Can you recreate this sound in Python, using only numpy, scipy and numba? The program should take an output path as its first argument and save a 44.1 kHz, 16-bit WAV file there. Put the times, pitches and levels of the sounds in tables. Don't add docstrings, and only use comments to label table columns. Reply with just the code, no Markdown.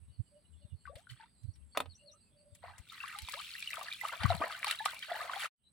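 import sys
import numpy as np
from scipy import signal
from scipy.fft import rfft, irfft
from scipy.io import wavfile
from scipy.ndimage import uniform_filter1d
from numba import njit

SR = 44100
rng = np.random.default_rng(int(sys.argv[2]) if len(sys.argv) > 2 else 0)


def digitize_waveform(pressure):
    field = np.atleast_2d(pressure).T
    bounded = np.clip(field, -1, 1)
    quanta = np.round(bounded * 32767).astype(np.int16)
    wavfile.write(sys.argv[1], SR, quanta)


N = 252252
TIME = np.arange(N) / SR

# start in seconds, hold in seconds,
# drive of the bubbles in dB, drive of the deep gulps in dB above that.
SLOSHES = [(0.848, 0.012, -56.5, -16), (1.195, 0.017, -56, -27), (2.62, 0.081, -54.5, 10),
           (2.732, 0.056, -63, 4), (2.906, 0.19, -55, -40), (3.003, 0.14, -48.5, -36),
           (3.32, 0.032, -68, 4), (3.715, 0.03, -44.5, -8.5), (3.766, 0.051, -53.5, 14.5),
           (3.844, 0.048, -49.5, -8), (4.016, 0.042, -54, 13), (4.112, 0.02, -41.5, 5.5),
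           (4.192, 0.068, -39, -2), (4.308, 0.022, -41, 14), (4.398, 0.039, -36.5, 15.5),
           (4.485, 0.088, -44.5, -6.5), (4.602, 0.13, -51.5, 3.5), (4.838, 0.05, -41, -7),
           (4.916, 0.016, -57, 16), (5.075, 0.09, -43, 6), (5.174, 0.081, -46.5, 10.5),
           (5.273, 0.08, -47.5, 9), (5.411, 0.038, -40, 1)]
# start in seconds, hold in seconds,
# drive of the droplets in dB, drive of the spray in dB above that.
SHOWERS = [(0.965, 0.03, -66, -4), (1.086, 0.025, -56, -9.5), (1.15, 0.093, -67, -25),
           (4.03, 0.051, -48, -8), (4.279, 0.027, -39, -16.5), (4.5, 0.014, -44.5, -11),
           (4.654, 0.067, -38, -14), (4.85, 0.075, -50.5, -9.5), (5.014, 0.027, -45, -15.5),
           (5.138, 0.12, -51.5, -7.5), (5.304, 0.096, -47, -12), (5.386, 0.06, -41.5, -8.5)]
# time in seconds, drive of the droplets in dB.
DRAIN = [(2.55, -79), (2.73, -71), (2.85, -68), (2.91, -55.5), (3.1, -52), (3.25, -51.5), (3.3, -46.5),
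         (3.65, -48), (3.95, -51), (4.2, -50.5), (4.6, -53), (5.0, -51.5), (5.2, -58), (5.5, -50)]
# start in seconds, pitch in Hz, level in dB,
# 60 dB decay time in seconds, initial rise in octaves per second.
AIR_POCKETS = [(.854, 1525, -38, 0.024, -4), (.875, 1160, -37.5, .067, -0.5), (.895, 502, -41, .13, 17.5),
               (.932, 540, -45, .1, 12.5), (.965, 524, -42, 0.11, 17), (1.07, 1475, -43, .028, -7),
               (1.097, 3110, -48, .036, -10), (1.198, 888, -48.5, 0.12, 0.5), (1.234, 868, -44, 0.056, 11),
               (2.639, 677, -28.5, 0.022, 28), (2.898, 3680, -43, 0.027, -3.5),
               (3.0384, 1077, -30.5, 0.041, 14.5), (3.148, 1235, -37.5, 0.064, -2),
               (3.158, 794, -48, 0.21, 2.5), (3.2853, 990, -24.5, 0.012, 20), (3.337, 1140, -28, 0.027, 27),
               (3.342, 527, -42, 0.17, 13), (3.37, 829, -41, 0.16, 30.5), (3.4, 1180, -31.5, 0.031, 6),
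               (3.552, 1740, -30, 0.019, 35), (3.6262, 2450, -30, 0.014, 4),
               (3.706, 1980, -29.5, 0.019, 12), (3.732, 2490, -25, 0.011, 1), (3.77, 1255, -27, 0.021, 2),
               (3.78, 640, -29, 0.028, 13), (3.812, 1165, -33.5, 0.051, 1.5),
               (3.884, 1780, -27.5, 0.021, -7), (3.926, 3700, -23, 0.0053, 2),
               (3.9336, 2470, -34, .012, -14), (4.321, 1280, -23.5, 0.022, -2),
               (4.506, 1265, -27, 0.02, -1), (5.026, 3220, -31.5, 0.016, -13), (4.0363, 840, -24, 0.029, 5),
               (4.051, 1160, -18.5, 0.022, 7), (4.092, 1240, -27, 0.021, 4), (4.134, 1050, -29, 0.037, 10),
               (4.232, 794, -23, 0.028, 8), (4.255, 1173, -18.5, 0.028, -7),
               (4.302, 762, -13.5, 0.062, -15), (4.404, 288, -21.5, 0.035, 8),
               (4.414, 688, -18.5, 0.028, -11), (4.419, 1134, -20, 0.065, 11), (4.441, 643, -24, 0.01, 4.5),
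               (4.63, 2050, -8.5, 0.0031, -0.5), (4.644, 1120, -20.5, 0.018, -2),
               (4.669, 850, -24.5, 0.044, -2), (4.797, 1730, -33, 0.05, -1),
               (4.804, 839, -28.5, 0.083, 4.5), (4.857, 780, -17, 0.021, 0.5),
               (4.859, 1144, -11.5, 0.019, 17.5), (5.1155, 725, -17.5, 0.039, -11),
               (5.151, 790, -29.5, 0.057, 14), (5.205, 1176, -29.5, 0.077, 6.5),
               (5.296, 1127, -20.5, 0.023, -11), (5.334, 1446, -22.5, 0.02, -5),
               (5.364, 777, -27, 0.051, 3.5), (5.456, 1300, -19.5, .014, 2)]
# start in seconds, crack level in dB, body level in dB.
SLAPS = [(0.9539, -38.5, -52), (1.1067, -40.5, -58), (1.432, -49.5, -72), (1.556, -51, -67.5),
         (2.5485, -37, -60.5), (2.78, -33.5, -56.5), (3.0788, -32, -53), (3.1865, -23.5, -40.5),
         (3.2866, -29, -41.5), (3.3387, -46, -40.5), (3.41, -28.5, -51), (3.6239, -54, -43),
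         (3.9337, -30, -44.5), (4.084, -30, -44.5), (4.2335, -29, -35.5), (4.349, -29, -45.5),
         (4.644, -20, -33), (4.68, -23, -37.5), (4.71, -13.5, -29.5), (4.8536, -18.5, -41.5),
         (4.8566, -17, -28.5)]
# start in seconds, level in dB.
KNIFE_IMPACTS = [(1.7728, -19), (1.8029, -24), (1.858, -45)]
# frequency in Hz, level in dB, 60 dB decay time in seconds.
BASKET_MODES = [(270, -20.5, 0.25), (447, -9.5, 0.069), (596, -1.5, 0.042), (775, -4, 0.04),
                (1035, -0.5, 0.02), (1260, -4.5, 0.03), (1630, -20, 0.009)]
BLADE_MODES = [(2540, -15.5, 0.057), (3580, -11, .033)]
# centre in seconds, level in dB, pitch in Hz,
# width in seconds, port (0 left, 1 right).
FINGER_BUMPS = [(0.031, -47.5, 78, 0.035, 1), (0.094, -45, 79, 0.035, 0), (.202, -23, 103, 0.012, 1),
                (0.549, -48, 78, 0.071, 0), (0.652, -37, 78, 0.01, 0), (0.737, -31.5, 88, 0.019, 1),
                (0.884, -49, 76, .049, 0), (0.959, -39, 73, 0.0098, 0), (1.125, -40.5, 121, 0.025, 1),
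                (1.451, -33.5, 109, 0.017, 1), (1.491, -31, 93.4, 0.016, 1), (1.62, -47.5, 70.2, 0.1, 0),
                (1.876, -43.5, 86.3, 0.055, 1), (2.531, -47, 92, .015, 0), (2.685, -52.5, 89, 0.1, 1),
                (2.803, -39, 75, 0.0094, 0), (3.234, -37, 72.5, 0.017, 1), (4.213, -33, 89, 0.011, 0),
                (4.247, -25.5, 209, 0.008, 0), (4.254, -12.5, 105, 0.0076, 0),
                (4.307, -27.5, 93.5, 0.049, 0), (4.352, -31.5, 163, 0.0095, 0),
                (4.385, -38.5, 86.5, 0.027, 0)]
# start in seconds, length in seconds, level in dB.
DOVE_COOS = [(0.297, .13, -66.5), (0.597, 0.1, -67.5), (1.995, .19, -62), (2.3, 0.32, -64.5)]
# start in seconds, level in dB.
TWO_PART_CALLS = [(1.885, -58.5), (2.051, -55)]
# start in seconds, length in seconds, middle pitch in Hz, level in dB,
# share of that pitch lost over each half of the note.
WHISTLES = [(0.102, .086, 4450, -71, .02), (1.529, 0.034, 5560, -67, 0.052),
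            (1.709, .12, 4390, -55.5, 0.035), (1.967, 0.084, 2775, -63, -0.024),
            (2.126, 0.049, 1257, -64.5, -0.053), (2.175, 0.15, 2660, -76.5, 0.057),
            (2.199, 0.046, 4560, -70, .06), (2.36, 0.08, 4570, -66, -0.0014),
            (5.631, 0.077, 3954, -57.5, -0.031)]
# frequency in Hz, relative level in dB.
AIR_SPECTRUM = [(25, -36), (50, 0.5), (95, -1), (200, -5), (380, -18), (750, -24), (2700, -28), (4400, -30),
                (6000, -40), (16000, -43)]
# centre in Hz, width in Hz, left level in dB, right level in dB.
HISS_BANDS = [(4200, 360, -99.5, -96.5), (8253, 420, -88, -71.5), (10230, 750, -79, -104)]
# frequency in Hz, gain in dB.
PORT_RESPONSE = [(300, -7.5), (3000, 2.5), (4400, 4.5), (5300, 3), (6700, -1), (8100, 5), (9100, -3.5),
                 (10300, 8.5), (11500, -2), (16000, 5.5)]
# time in seconds, gain in dB.
FADE = [(5.46, -0.5), (5.477, -11), (5.505, -66), (5.6, -17), (5.68, -5)]


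def churn():
    gulps, bubbles, droplets, spray = stirring()
    rush = heave(gulps)
    gulps = gulps / np.hypot(1, gulps / from_db(-29.5))
    large = from_db(-7) * swarm(170, 560, 1050, cycles=24, size_db=4, foam_db=-12)
    medium = from_db(-1.5) * swarm(400, 1120, 2100, cycles=26, size_db=4.5, foam_db=-11)
    small = from_db(-4.5) * swarm(900, 2000, 4600, cycles=34, size_db=5, foam_db=-10)
    sparkle = from_db(-3) * swarm(2000, 5500, 16000, cycles=12, size_db=5, foam_db=-15)
    fine = panned(2.1) * (from_db(-4.5) * spatter() + sparkle)
    return rush + gulps * large + bubbles * medium + droplets * small + spray * fine


def stirring():
    gulps = slosh = shower = mist = 0
    for s, hold_s, db, gulp_db in SLOSHES:
        gain = from_db(db) * surge(s, hold_s, attack_s=.02, decay_db_per_s=332.5)
        slosh, gulps = np.hypot(slosh, gain), np.hypot(gulps, gain * from_db(gulp_db))
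    for s, hold_s, db, spray_db in SHOWERS:
        gain = from_db(db) * surge(s, hold_s, attack_s=.017, decay_db_per_s=370.5)
        shower, mist = np.hypot(shower, gain), np.hypot(mist, gain * from_db(spray_db))
    drain = drain_flow()
    bubbles = [slosh, from_db(-2) * shower, from_db(-14.5) * drain]
    droplets = [from_db(-9) * slosh, shower, drain]
    spray = [from_db(-26) * slosh, mist, from_db(-12) * drain]
    return gulps, *np.linalg.norm([bubbles, droplets, spray], axis=1)


def surge(s, hold_s, attack_s, decay_db_per_s):
    out, t = np.zeros(N), TIME[:SR // 2]
    add(out, s, np.minimum(t / attack_s, 1) * from_db(-decay_db_per_s * np.maximum(t - hold_s, 0)))
    return out


def drain_flow():
    return from_db(np.interp(TIME, *np.transpose(DRAIN), left=-140, right=-140))


def swarm(per_s, low_hz, high_hz, cycles, size_db, foam_db, even_s=.019):
    born = np.flatnonzero(rng.random(N) < per_s / SR)
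    pitch, size, climb = rng.random((N, 3))[born].T
    place = rng.standard_normal((N, 2))[born]
    hz = low_hz * (high_hz / low_hz) ** pitch
    db = size_db * np.minimum(-np.log(size), 4)
    t60 = cycles * (.5 + climb) / hz
    rings = bubbles_in_stereo(born / SR, hz, db, t60, .3 * climb / t60, place, onset_cycles=1.0)
    foam = band(stereo_noise(.5), low_hz, high_hz, order=3)
    cloud = rms_one(rings) + from_db(foam_db) * rms_one(foam)
    power = np.mean(cloud ** 2, axis=0)
    for _ in range(2):
        power = uniform_filter1d(power, int(even_s * SR))
    return cloud / np.sqrt(np.abs(power) + 1e-6)


def bubbles_in_stereo(s, hz, db, t60, rise, place, onset_cycles, lag_s=.00003, spread_db=2.0):
    delay, tilt_db = lag_s * place[:, 0], spread_db * place[:, 1]
    return np.array([ring_bubbles(s + side * delay, hz, from_db(db + side * tilt_db),
                                  t60, rise, onset_cycles) for side in (1, -1)])


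@njit
def ring_bubbles(start, hz, height, t60, rise, onset_cycles):
    out = np.zeros(N)
    for k in range(len(start)):
        for i in range(max(0, int(start[k] * SR) + 1), min(N, int((start[k] + t60[k]) * SR))):
            t = i / SR - start[k]
            cycles = hz[k] * t * (1 + np.log(2) / 2 * rise[k] * t)
            envelope = (1 - np.exp(-cycles / onset_cycles)) * np.exp(-np.log(1000) * t / t60[k])
            out[i] += height[k] * envelope * np.sin(2 * np.pi * cycles)
    return out


def heave(gulps, full_rush_db=-23):
    rush = rms_one(band(stereo_noise(.71), 220, 560, order=3))
    return from_db(-25.5) * gulps * np.minimum(gulps / from_db(full_rush_db), 1) * rush


def spatter(per_s=2900, size_db=6, mist_db=-3, even_s=.0067):
    hits = rng.random(N) < per_s / SR
    ticks = hits * from_db(size_db * np.minimum(rng.exponential(1, N), 4)) * rng.choice([-1, 1], N)
    ticks = rms_one(ticks * (1 + .94 * rng.standard_normal((2, N))))
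    mist = from_db(mist_db) * rms_one(stereo_noise())
    hiss = band(ticks + mist, 3200, 12100)
    power = uniform_filter1d(np.mean(hiss ** 2, axis=0), int(even_s * SR))
    return hiss / np.sqrt(np.abs(power) + 1e-9)


def plops():
    s, hz, db, t60, rise = np.array(AIR_POCKETS, float).T.copy()
    place = rng.standard_normal((len(s), 2))
    return bubbles_in_stereo(s, hz, db, t60, rise, place, onset_cycles=1.3, spread_db=2.04) * panned(3.6)


def slaps(crack_t60=.011, body_t60=.017, swell_s=.00066):
    out, t = np.zeros((2, N)), TIME[:4096]
    for s, crack_db, body_db in SLAPS:
        stretch = np.clip(1 + (-43 - body_db) / 4, 1, 3.5)
        noise = stereo_noise(size=len(t)) * (1 - np.exp(-t / (swell_s * stretch))) / np.sqrt(stretch)
        crack = band(noise * decay(t, crack_t60 * stretch), 5000, 11000) * from_db(crack_db - 8)
        body = band(noise * decay(t, body_t60 * stretch), 1300, 4400) * from_db(body_db + 12.5)
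        add(out, s, crack * panned(8) + body)
    return out


def drips(rings_per_s=22, low_hz=1204, high_hz=3970, cycles=62, ticks_per_s=25, tick_t60=.008):
    born = np.flatnonzero((rng.random(N) < rings_per_s / SR) & (TIME > DRAIN[0][0]))
    pitch, chance = rng.random(N)[born], rng.standard_normal((N, 3))[born]
    hz = low_hz * (high_hz / low_hz) ** pitch
    db = 13 + 7 * chance[:, 2]
    t60 = cycles / hz
    rings = bubbles_in_stereo(born / SR, hz, db, t60, .051 / t60, chance, onset_cycles=4.5)
    hits = (rng.random(N) < ticks_per_s / SR) * rng.random(N)
    bursts = signal.lfilter([1], [1, -decay(1 / SR, tick_t60)], hits + 1e-18)
    ticks = band(bursts * stereo_noise(), 4500, 15000)
    return drain_flow() * (rings + from_db(14) * panned(5.8) * ticks / 2)


def knife(brush_s=.024):
    out, t = np.zeros((2, N)), TIME[:8192]
    landing_s, landing_db = KNIFE_IMPACTS[0]
    for s, db in KNIFE_IMPACTS:
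        modes = sum(from_db(level + rng.normal(0, 1)) * decay(t, t60) * np.sin(2 * np.pi * hz * t)
                    * rng.choice([-1, 1]) for hz, level, t60 in BASKET_MODES + BLADE_MODES)
        noise = stereo_noise(.18, len(t)) * (1 - np.exp(-t / .000052))
        rattle = from_db(-1.5) * band(noise * decay(t, t60=.029), 600, 3570, order=3)
        hardness = from_db(.47 * (db - landing_db))
        crack = from_db(-12.5) * hardness * band(noise * decay(t, t60=.028), 2500, 14000) * panned(7)
        settle = from_db(-4.5) * band(noise * decay(t, t60=.14), 150, 920)
        add(out, s, from_db(db) * (from_db(-2.5) * modes + rattle + crack + settle))
    brush = rms_one(band(rng.standard_normal(len(t)), 600, 1400))[:int(brush_s * SR)]
    add(out, landing_s - brush_s, from_db(-47) * brush)
    return out


def handling(rub_db=-11, creak_db=-31):
    out, t = np.zeros((2, N)), TIME[:SR // 4] - 1 / 8
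    for s, db, hz, width_s, port in FINGER_BUMPS:
        swell = 1 / np.cosh(2.21 * t / width_s)
        rub = from_db(rub_db) * rms_one(band(rng.standard_normal(len(t)), 30, 124, order=3))
        creak = from_db(creak_db) * rms_one(band(rng.standard_normal(len(t)), 180, 240, order=3))
        rock = np.cos(2 * np.pi * (hz * t + rng.random()))
        press = from_db(db) * swell * (rock + rub + creak)
        add(out[int(port)], s + t[0], press[t + s >= 0])
    return out


def birds(coo_hz=582):
    out, falling = np.zeros((2, N)), np.array([1, 0, -1])

    def sing(s, length, pitches, db, pan_db):
        add(out, s, from_db(db) * panned(pan_db) * note(length, pitches, blur_hz=25 + .07 * pitches[1]))

    for s, length, db in DOVE_COOS:
        add(out, s, from_db(db) * note(length, coo_hz * np.array([.99, 1.008, .975]), blur_hz=100))
    for s, db in TWO_PART_CALLS:
        sing(s, .063, [4450, 4330, 3300], db, pan_db=7)
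        sing(s + .057, .0332, [5250, 5940, 6600], db, pan_db=1.5)
    for s, length, hz, db, sag in WHISTLES:
        sing(s, length, hz * (1 + sag * falling), db, pan_db=4.5)
    for k in range(6):
        sing(.253 + k * .089, .048, (2980 - k * 23.8) * (1 + .038 * falling), -77.5 + k * 1.5, pan_db=-9)
    for k in range(9):
        sing(.21 + k * .287, .09, [7450] * 3, db=-82.5, pan_db=-17)
    return out


def chorus(notes=130, level_db=-81):
    out = np.zeros((2, N))
    for when, pitch, length, slope, side in rng.random((notes, 5)):
        hz = 4650 - 2200 * pitch ** 2
        glide = 1 + .025 * (slope - .5) * np.array([1, 0, -1])
        twitter = note(.0057 + .15 * length, hz * glide, blur_hz=700)
        add(out, when * N / SR, from_db(level_db) * panned(10 * (side - .5)) * twitter)
    return out


def note(length, pitches, blur_hz):
    progress = np.linspace(0, 1, int(length * SR))
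    hz = np.polyval(np.polyfit([0, .5, 1], pitches, 2), progress)
    knots = rng.standard_normal((3, 128))
    real, imaginary, waver = [np.interp(progress * length * blur_hz, np.arange(128), k) for k in knots]
    flutter = .5 + .43 * (real + 1j * imaginary)
    phase = 2 * np.pi * np.cumsum(hz * (1 + .0087 * waver)) / SR
    return np.sin(np.pi * progress) ** 1.19 * np.real(flutter * np.exp(1j * phase))


def background(air_db=-70.5, waver_db=2.1):
    air = rng.standard_normal((2, N)) + .91 * rng.standard_normal(N)
    out = from_db(air_db) * rms_one(colour(air, AIR_SPECTRUM))
    for hz, width, left_db, right_db in HISS_BANDS:
        flutter_db = waver_db * np.interp(TIME, np.linspace(0, N / SR, 150), rng.standard_normal(150))
        hiss = rms_one(band(rng.standard_normal((2, N)), hz - width / 2, hz + width / 2, order=3))
        out += from_db([[left_db], [right_db]]) * from_db(flutter_db) * hiss
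    return out


def scatter(x, t60, wet_db):
    t = TIME[:SR // 2]
    tail = rng.standard_normal((2, len(t))) * decay(t, t60) * (t > .002)
    tail /= np.sqrt(np.sum(tail ** 2, axis=1, keepdims=True))
    return x + from_db(wet_db) * signal.fftconvolve(x, tail, axes=1)[:, :N]


def colour(x, points, size=8192):
    hz, db = np.transpose(points)
    log_gain = np.log(from_db(np.interp(np.log(np.fft.rfftfreq(size, 1 / SR) + 1), np.log(hz), db)))
    cepstrum = irfft(log_gain)
    cepstrum[1:] *= 2
    response = irfft(np.exp(rfft(cepstrum[:size // 2], size)))
    return signal.fftconvolve(x, response[None], axes=1)[:, :N]


def band(x, low_hz, high_hz, order=2):
    return signal.sosfilt(signal.butter(order, [low_hz, high_hz], "band", fs=SR, output="sos"), x + 1e-18)


def stereo_noise(apart=1, size=N):
    return rng.standard_normal(size) + apart * rng.standard_normal((2, size))


def decay(t, t60):
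    return from_db(-60 * t / t60)


def add(out, s, sound):
    start = max(0, round(s * SR))
    out[..., start:start + sound.shape[-1]] += sound[..., :max(0, N - start)]


def panned(db):
    return from_db(np.array([[db], [-db]]) / 2)


def from_db(db):
    return 10 ** (np.asarray(db) / 20)


def rms_one(x):
    return x / np.sqrt(np.mean(x ** 2) + 1e-20)


def scene():
    pond = churn() + drips() + plops() + slaps() + knife()
    left, right = colour(scatter(pond, t60=.07, wet_db=-9), PORT_RESPONSE)
    near = np.array([left, np.roll(right, 1)]) * panned(.66)
    far = scatter(birds(), t60=.064, wet_db=-2.5) + scatter(chorus(), t60=.04, wet_db=4.5)
    return near + far + handling() + background()


def record(dry, low_hz=38, high_hz=16200):
    lean = signal.sosfilt(signal.butter(2, low_hz, "high", fs=SR, output="sos"), dry)
    faded = lean * from_db(np.interp(TIME, *np.transpose(FADE)))
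    return signal.sosfilt(signal.ellip(12, .1, 80, high_hz, fs=SR, output="sos"), faded)


dry = scene()
out = record(dry)
digitize_waveform(out)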